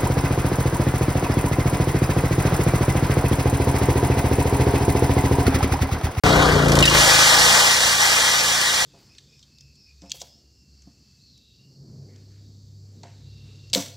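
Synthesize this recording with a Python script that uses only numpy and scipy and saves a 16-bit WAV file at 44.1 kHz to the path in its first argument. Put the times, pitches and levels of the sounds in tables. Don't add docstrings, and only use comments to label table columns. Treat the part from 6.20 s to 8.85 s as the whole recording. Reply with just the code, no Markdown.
import sys
import numpy as np
from scipy import signal
from scipy.fft import rfft, irfft
from scipy.io import wavfile
from scipy.ndimage import uniform_filter1d

SR = 44100
rng = np.random.default_rng(int(sys.argv[2]) if len(sys.argv) > 2 else 0)


def volts_from_decibels(level):
    exponent = np.asarray(level, float) / 20
    return 10 ** exponent


def wav_out(sig):
    wavfile.write(sys.argv[1], SR, np.round(np.clip(np.atleast_2d(sig).T, -1, 1) * 32767).astype(np.int16))


N = 116865
TIME_S = np.arange(N) / SR

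# t/s, firing rate f/Hz, exhaust level/dB, casing shake level/dB
ENGINE = [(0.04, 30.9, -16, 2), (0.21, 30.76, -16, 1.5), (0.32, 30.06, -19, 2.35), (0.49, 27.65, -14, -4),
          (0.61, 28.23, -11.5, -5.5), (0.66, 27.37, -18, 0.5), (0.75, 26.53, -19.5, 14.5),
          (0.82, 26.9, -25.5, 8), (1.0, 26.37, -30, -7), (1.09, 26.83, -33, -9), (1.25, 29.13, -30, -9),
          (1.4, 29.63, -35.5, -16), (1.67, 28.55, -38.5, 13), (2.04, 29.41, -39, 1),
          (2.22, 27.94, -39.5, -17), (2.47, 29.45, -42, -9), (2.56, 29.37, -43, 17), (2.65, 29.43, -40, 0)]


def evened(x):
    return x / np.sqrt(np.mean(x ** 2) + 1e-20)


def read(points, hz):
    f, value = np.transpose(points)
    return np.interp(np.log(hz + 1), np.log(f + 1), value)


def curve(table, col):
    rows = np.array(table)
    return np.interp(TIME_S, rows[:, 0], rows[:, col])


def coloured(x, points):
    gain = volts_from_decibels(read(points, np.fft.rfftfreq(len(x), 1 / SR)))
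    return evened(irfft(rfft(x) * gain, len(x)))


def low_part(x, hz):
    return signal.filtfilt(*signal.butter(2, hz, fs=SR), x)


def drift(low_hz, top_hz):
    t = np.arange(0, N + 64, 64) / SR
    rates_hz = np.geomspace(low_hz, top_hz, 20)
    v = sum(np.sin(2 * np.pi * (f * t + rng.random())) / np.sqrt(f) for f in rates_hz)
    return evened(np.interp(TIME_S, t, v))


def ring(x, hz, width):
    turn = np.exp(2j * np.pi * np.cumsum(hz * np.ones(len(x))) / SR)
    r = np.exp(-np.pi * width / SR)
    return 2 * (turn * signal.lfilter([1 - r], [1, -r], x / turn)).real


def random_field(shape, bins):
    field = uniform_filter1d(rng.standard_normal(shape), size=bins, axis=0)
    return evened(uniform_filter1d(field, size=6, axis=1))


def patchy(x, db):
    z = signal.stft(x, nperseg=512)[2]
    z = z * volts_from_decibels(db * random_field(z.shape, bins=6))
    return evened(signal.istft(z, nperseg=512)[1][:N])


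def firing_turns():
    turns = np.cumsum(curve(ENGINE, col=1)) / SR
    return turns - turns[round(0.5448 * SR)]


def exhaust():
    # multiple of firing rate, level/dB
    idling = [(1, -26), (2, -6), (3, -8), (4, -9), (5, 0), (6, -7), (7, -13), (8, -12), (9, -7), (10, -6),
              (11, -20), (12, -13), (13, -12), (14, -7), (15, -15), (16, -17), (17, -11), (18, -12),
              (19, -15), (20, -17), (21, -18), (22, -10), (23, -16), (24, -13)]
    labouring = [(1, -33), (2, -5), (3, -7), (4, -21), (5, 0), (6, -7), (7, -9), (8, -18), (9, -12),
                 (10, -11), (11, -12), (12, -9), (13, -12), (14, -17), (15, -17), (16, -17), (17, -16),
                 (18, -13), (19, -10), (20, -13), (21, -16), (22, -15), (23, -21), (24, -17)]
    running = [(1, -30), (2, -3), (3, -4), (4, -13), (5, 0), (6, -2), (7, -12), (8, -18), (9, -10),
               (10, -11), (11, -9), (12, -7), (13, -6), (14, -12), (15, -14), (16, -14), (17, -14),
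               (18, -9), (19, -5), (20, -2), (21, -9), (22, -14), (23, -6), (24, -10)]
    settled = [(1, -28), (2, -2), (3, -4), (4, -14), (5, 0), (6, -11), (7, -5), (8, -8), (9, -10), (10, -9),
               (11, -9), (12, -13), (13, -14), (14, -14), (15, -12), (16, -10), (17, -8), (18, -5),
               (19, -8), (20, -10), (21, -14), (22, -14), (23, -14), (24, -14)]
    states_s = (.38, .5, .63, .8, 1.05, 1.3)
    # t/s, level per order/dB
    choke = [
        (.625, 0),
        (.65, -.35),
        (.76, -.3),
        (.84, 0),
    ]
    turns = firing_turns()
    choke_db = curve(choke, col=1)
    tone = np.zeros(N)
    for (k, idle), (_, drag), (_, run), (_, rest) in zip(idling, labouring, running, settled):
        order_db = np.interp(TIME_S, states_s, (idle, drag, drag, run, run, rest)) + k * choke_db
        waver_db = (0.5 + 0.09 * k) * drift(1.535, 8.1)
        second_stroke = 1 + 0.7 * np.exp(-2j * np.pi * k * 0.62)
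        suck = 1 - 0.9 * np.exp(-2j * np.pi * k * 0.125)
        phase = np.angle(second_stroke * suck)
        tone += volts_from_decibels(order_db + waver_db) * np.cos(2 * np.pi * k * turns + phase)
    return volts_from_decibels(curve(ENGINE, col=2) + 0.2) * evened(tone)


def casing_clatter():
    # f/Hz, level/dB
    clatter_tone = [(60, 1), (300, -10.5), (450, -3), (680, -5), (1280, -4.5), (2800, -14), (6500, -24.5),
                    (16000, -43)]
    puff_depth, puff_turns, puff_lag_turns = 0.22, 0.28, 0.38
    since_firing = (firing_turns() + puff_lag_turns) % 1
    puff = 1 - puff_depth + puff_depth * 3 * np.exp(-since_firing / puff_turns)
    clatter = patchy(coloured(puff * rng.standard_normal(N), clatter_tone), db=2)
    dull = low_part(clatter, 2000)
    shake_db = curve(ENGINE, col=3)
    clatter = volts_from_decibels(shake_db) * dull + volts_from_decibels(1.77 * shake_db) * (clatter - dull)
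    bite_s, bite_db = 0.635, -11
    calm_db = bite_db * np.clip((TIME_S - bite_s) / 0.003, 0, 1)
    return volts_from_decibels(1.73 - 18 + calm_db + curve(ENGINE, col=2) + 15.5) * clatter


def clutch_knocks():
    # t/s, level/dB
    knocks = [(0.446, -30), (.4826, -22.5), (.491, -37), (0.497, -29), (.5181, -20.5), (.526, -36),
              (.534, -29), (0.553, -19.5), (0.562, -30), (0.568, -25), (0.5882, -18.5), (.596, -29),
              (.605, -21), (.612, -45), (.6253, -18), (.6543, -14), (.662, -35), (.686, -29), (0.697, -20),
              (.7291, -35), (.746, -23), (.7535, -32), (2.230, -38), (2.412, -20)]
    # f/Hz, level/dB
    knock_tone = [(500, -9), (2800, 3.5), (5000, 0), (9000, -6.5), (16000, -22)]
    rise_s, fall_s = 0.001, 0.0055
    shape = np.zeros(N)
    for s, db in knocks:
        u = np.maximum(TIME_S - s, 0)
        shape += volts_from_decibels(db) * np.minimum(u / rise_s, 1) * np.exp(-u / fall_s) * 2
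    return shape * coloured(rng.standard_normal(N), knock_tone)


def clutch_squeals():
    # t/s, length/s, level/dB, f/Hz
    squeals = [(.518, .007, -25, 4400), (.519, .007, -23, 5900), (.587, .010, -20, 5800),
               (.625, .012, -8, 2950), (.634, .014, -8, 2680), (.637, .008, -20, 5050),
               (.641, .012, -16, 3850), (.647, .016, -22, 1900), (.653, .010, -13, 2680),
               (.660, .010, -21, 6500), (.666, .008, -16, 2700), (.676, .017, -9, 2900)]
    sag, roughness = 0.05, 0.3
    fuzz = uniform_filter1d(rng.standard_normal(N), size=40) * np.sqrt(40)
    out = np.zeros(N)
    for s, length, db, hz in squeals:
        u = np.clip((TIME_S - s) / length, 0, 1)
        swell = np.sin(np.pi * np.sqrt(u)) * (1 + roughness * fuzz)
        out += volts_from_decibels(db) * swell * np.sin(2 * np.pi * hz * length * (u - sag * u * u / 2))
    return out


def blades():
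    # t/s, level/dB
    pressure = [(.6, -32), (.648, -25), (.67, -21.5), (.72, -23), (.745, -18.5), (.78, -12.5), (.82, -13.5),
                (1.0, -12.5), (1.2, -13), (1.33, -13), (1.45, -13.5), (1.55, -16), (1.71, -17), (1.89, -16),
                (2.07, -16.5), (2.22, -18), (2.45, -18.5), (2.65, -19)]
    # f/Hz, level/dB
    scrape_tone = [(200, -29), (400, -31.5), (600, -12), (2000, -8.5), (4000, -8.5), (6000, -9.5),
                   (9000, -17), (16000, -39)]
    # f/Hz, width/Hz, level/dB
    modes = [(513, 39, -20.5), (857, 73, -17.5), (1220, 34, -19), (1715, 140, -15.5), (1893, 160, -16),
             (2590, 840, -20.5), (2850, 170, -28), (3420, 43, -26), (4300, 460, -33.5), (5700, 910, -27.5)]
    grit_per_s, grit_db = 5900, -0.5
    grit = volts_from_decibels(grit_db * np.minimum(rng.exponential(1, N), 5)) * (rng.random(N) < grit_per_s / SR)
    grit = evened(grit * rng.choice([-1, 1], N))
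    grit = evened(grit + 2.86 * rng.standard_normal(N))
    rings = np.zeros(N)
    for hz, width, db in modes:
        level = volts_from_decibels(db + 1.1 * drift(1.965, 14))
        rings += level * evened(ring(grit, hz * (1 + 0.024 * drift(1.0, 14)), width))
    scrape = patchy(coloured(grit, scrape_tone) + rings, db=1)
    body = low_part(scrape, 1300)
    press_db = curve(pressure, col=1)
    scrape = scrape - body + body * volts_from_decibels(0.7 * (press_db + 14.5))
    sweep_db, flicker_db = 0.53 * drift(2.965, 11), 0.5 * drift(15, 70)
    return scrape * volts_from_decibels(press_db + sweep_db + flicker_db)


def cover():
    # f/Hz, width/Hz, level/dB
    plate_modes = [
        (3338, 65, -36.5),
        (4200, 200, -43),
    ]
    until_s = 0.34
    out = np.zeros(N)
    for hz, width, db in plate_modes:
        out += volts_from_decibels(db) * evened(ring(ring(rng.standard_normal(N), hz, width), hz, width))
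    return np.clip((until_s - TIME_S) / 0.036, 0, 1) * out


def bump():
    start_s, db, hz, decay_s = 0.069, -12, 95, 0.012
    u = np.maximum(TIME_S - start_s, 0)
    return volts_from_decibels(db) * np.exp(-u / decay_s) * np.sin(2 * np.pi * hz * u)


def scene():
    # f/Hz, phase/rad
    lead = [(0, 0), (130, -.27), (800, -.55), (1250, .6), (1550, -.9), (2950, -4.0), (3620, -6.28),
            (6200, -6.2), (7000, -5.1)]
    # f/Hz, level/dB
    tilt = [(60, .8), (140, 1.4), (450, 2.2), (740, 5.8), (1300, 4.5), (2010, 3), (2600, 1.8), (5700, -4)]
    # f/Hz, coherence (0 to 1)
    alike = [(60, .999), (300, .993), (600, .85), (1000, .8), (2000, .93), (2600, .95), (3700, .93),
             (6000, .9)]
    x = exhaust() + casing_clatter() + clutch_knocks() + clutch_squeals() + blades() + cover() + bump()
    hz = np.fft.rfftfreq(N, 1 / SR)
    bounce_s, bounce_db, bounce_from_hz = 0.00229, -14, 900
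    bounce = volts_from_decibels(bounce_db) * hz ** 2 / (hz ** 2 + bounce_from_hz ** 2)
    z = rfft(x) * (1 - bounce * np.exp(-2j * np.pi * hz * bounce_s))
    scatter_t60_s = 0.12
    tail = rng.standard_normal(8000) * volts_from_decibels(-60 * np.arange(8000) / SR / scatter_t60_s)
    same = np.clip(read(alike, hz), 0, 1)
    direct = np.sqrt((1 + same) / 2)
    scattered = np.sqrt((1 - same) / 2) * rfft(tail / np.linalg.norm(tail), N)
    port = volts_from_decibels(read(tilt, hz) / 2) * np.exp(0.5j * np.interp(hz, *np.transpose(lead)))
    left = irfft(z * (direct + scattered) * port, N)
    right = irfft(z * (direct - scattered) / port, N)
    return np.array([left, right])


def joined(x):
    # t/s, length/s, f/Hz, width/Hz
    shared_holes = [(.08, .04, 2470, 200), (.105, .04, 2680, 120), (.23, .05, 2470, 200), (.43, .04, 2650, 100),
                    (.71, .05, 2350, 100), (.76, .07, 2680, 180), (.915, .08, 2730, 230), (1.07, .07, 2620, 100),
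                    (1.41, .07, 2670, 120), (1.8, .04, 2700, 140)]
    hz, t, z = signal.stft(x, SR, nperseg=1024)
    f = hz[:, None]
    gap_top_hz = 4400 + 380 * np.interp(t, TIME_S, drift(2.005, 25))
    sway = 0.3 * np.minimum(f / 1500, 1) * random_field(z[0].shape, bins=14)
    turn = np.interp(t, (0.66, 0.74), (-0.12, 0.27)) * np.exp(-((f - 2600) / 600) ** 2)
    shift = np.exp(0.5j * (sway + turn))
    z = np.array([z[0] * shift, z[1] / shift])
    gone = np.zeros(z[0].shape, bool)
    for s, length, centre, width in shared_holes:
        gone |= (abs(t - s) < length / 2) & (abs(f - centre) < width / 2)
    z = z - gone * z.mean(0)
    mono = (f > 7700) | ((f > 3650) & (f < gap_top_hz))
    both = np.sqrt((abs(z) ** 2).mean(0)) * np.exp(1j * np.angle(z[0] / shift))
    return signal.istft(np.where(mono, both, z), SR, nperseg=1024)[1][:, :N]


def top_cut(x):
    return signal.sosfilt(signal.butter(12, 16460, fs=SR, output="sos"), x)


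def record(dry):
    x = signal.sosfilt(signal.butter(3, 40, "high", fs=SR, output="sos"), dry)
    x = joined(np.tanh(x * 0.95) / 0.95)
    start_s, idle_db = 0.0365, -86
    x = np.where(TIME_S > start_s, x, volts_from_decibels(idle_db) * rng.standard_normal(N))
    edge = signal.firwin(1535, 15770, window=("kaiser", 9), fs=SR)
    x = signal.oaconvolve(x, edge[None], "same")
    return top_cut(x)


dry = scene()
out = record(dry)
wav_out(out)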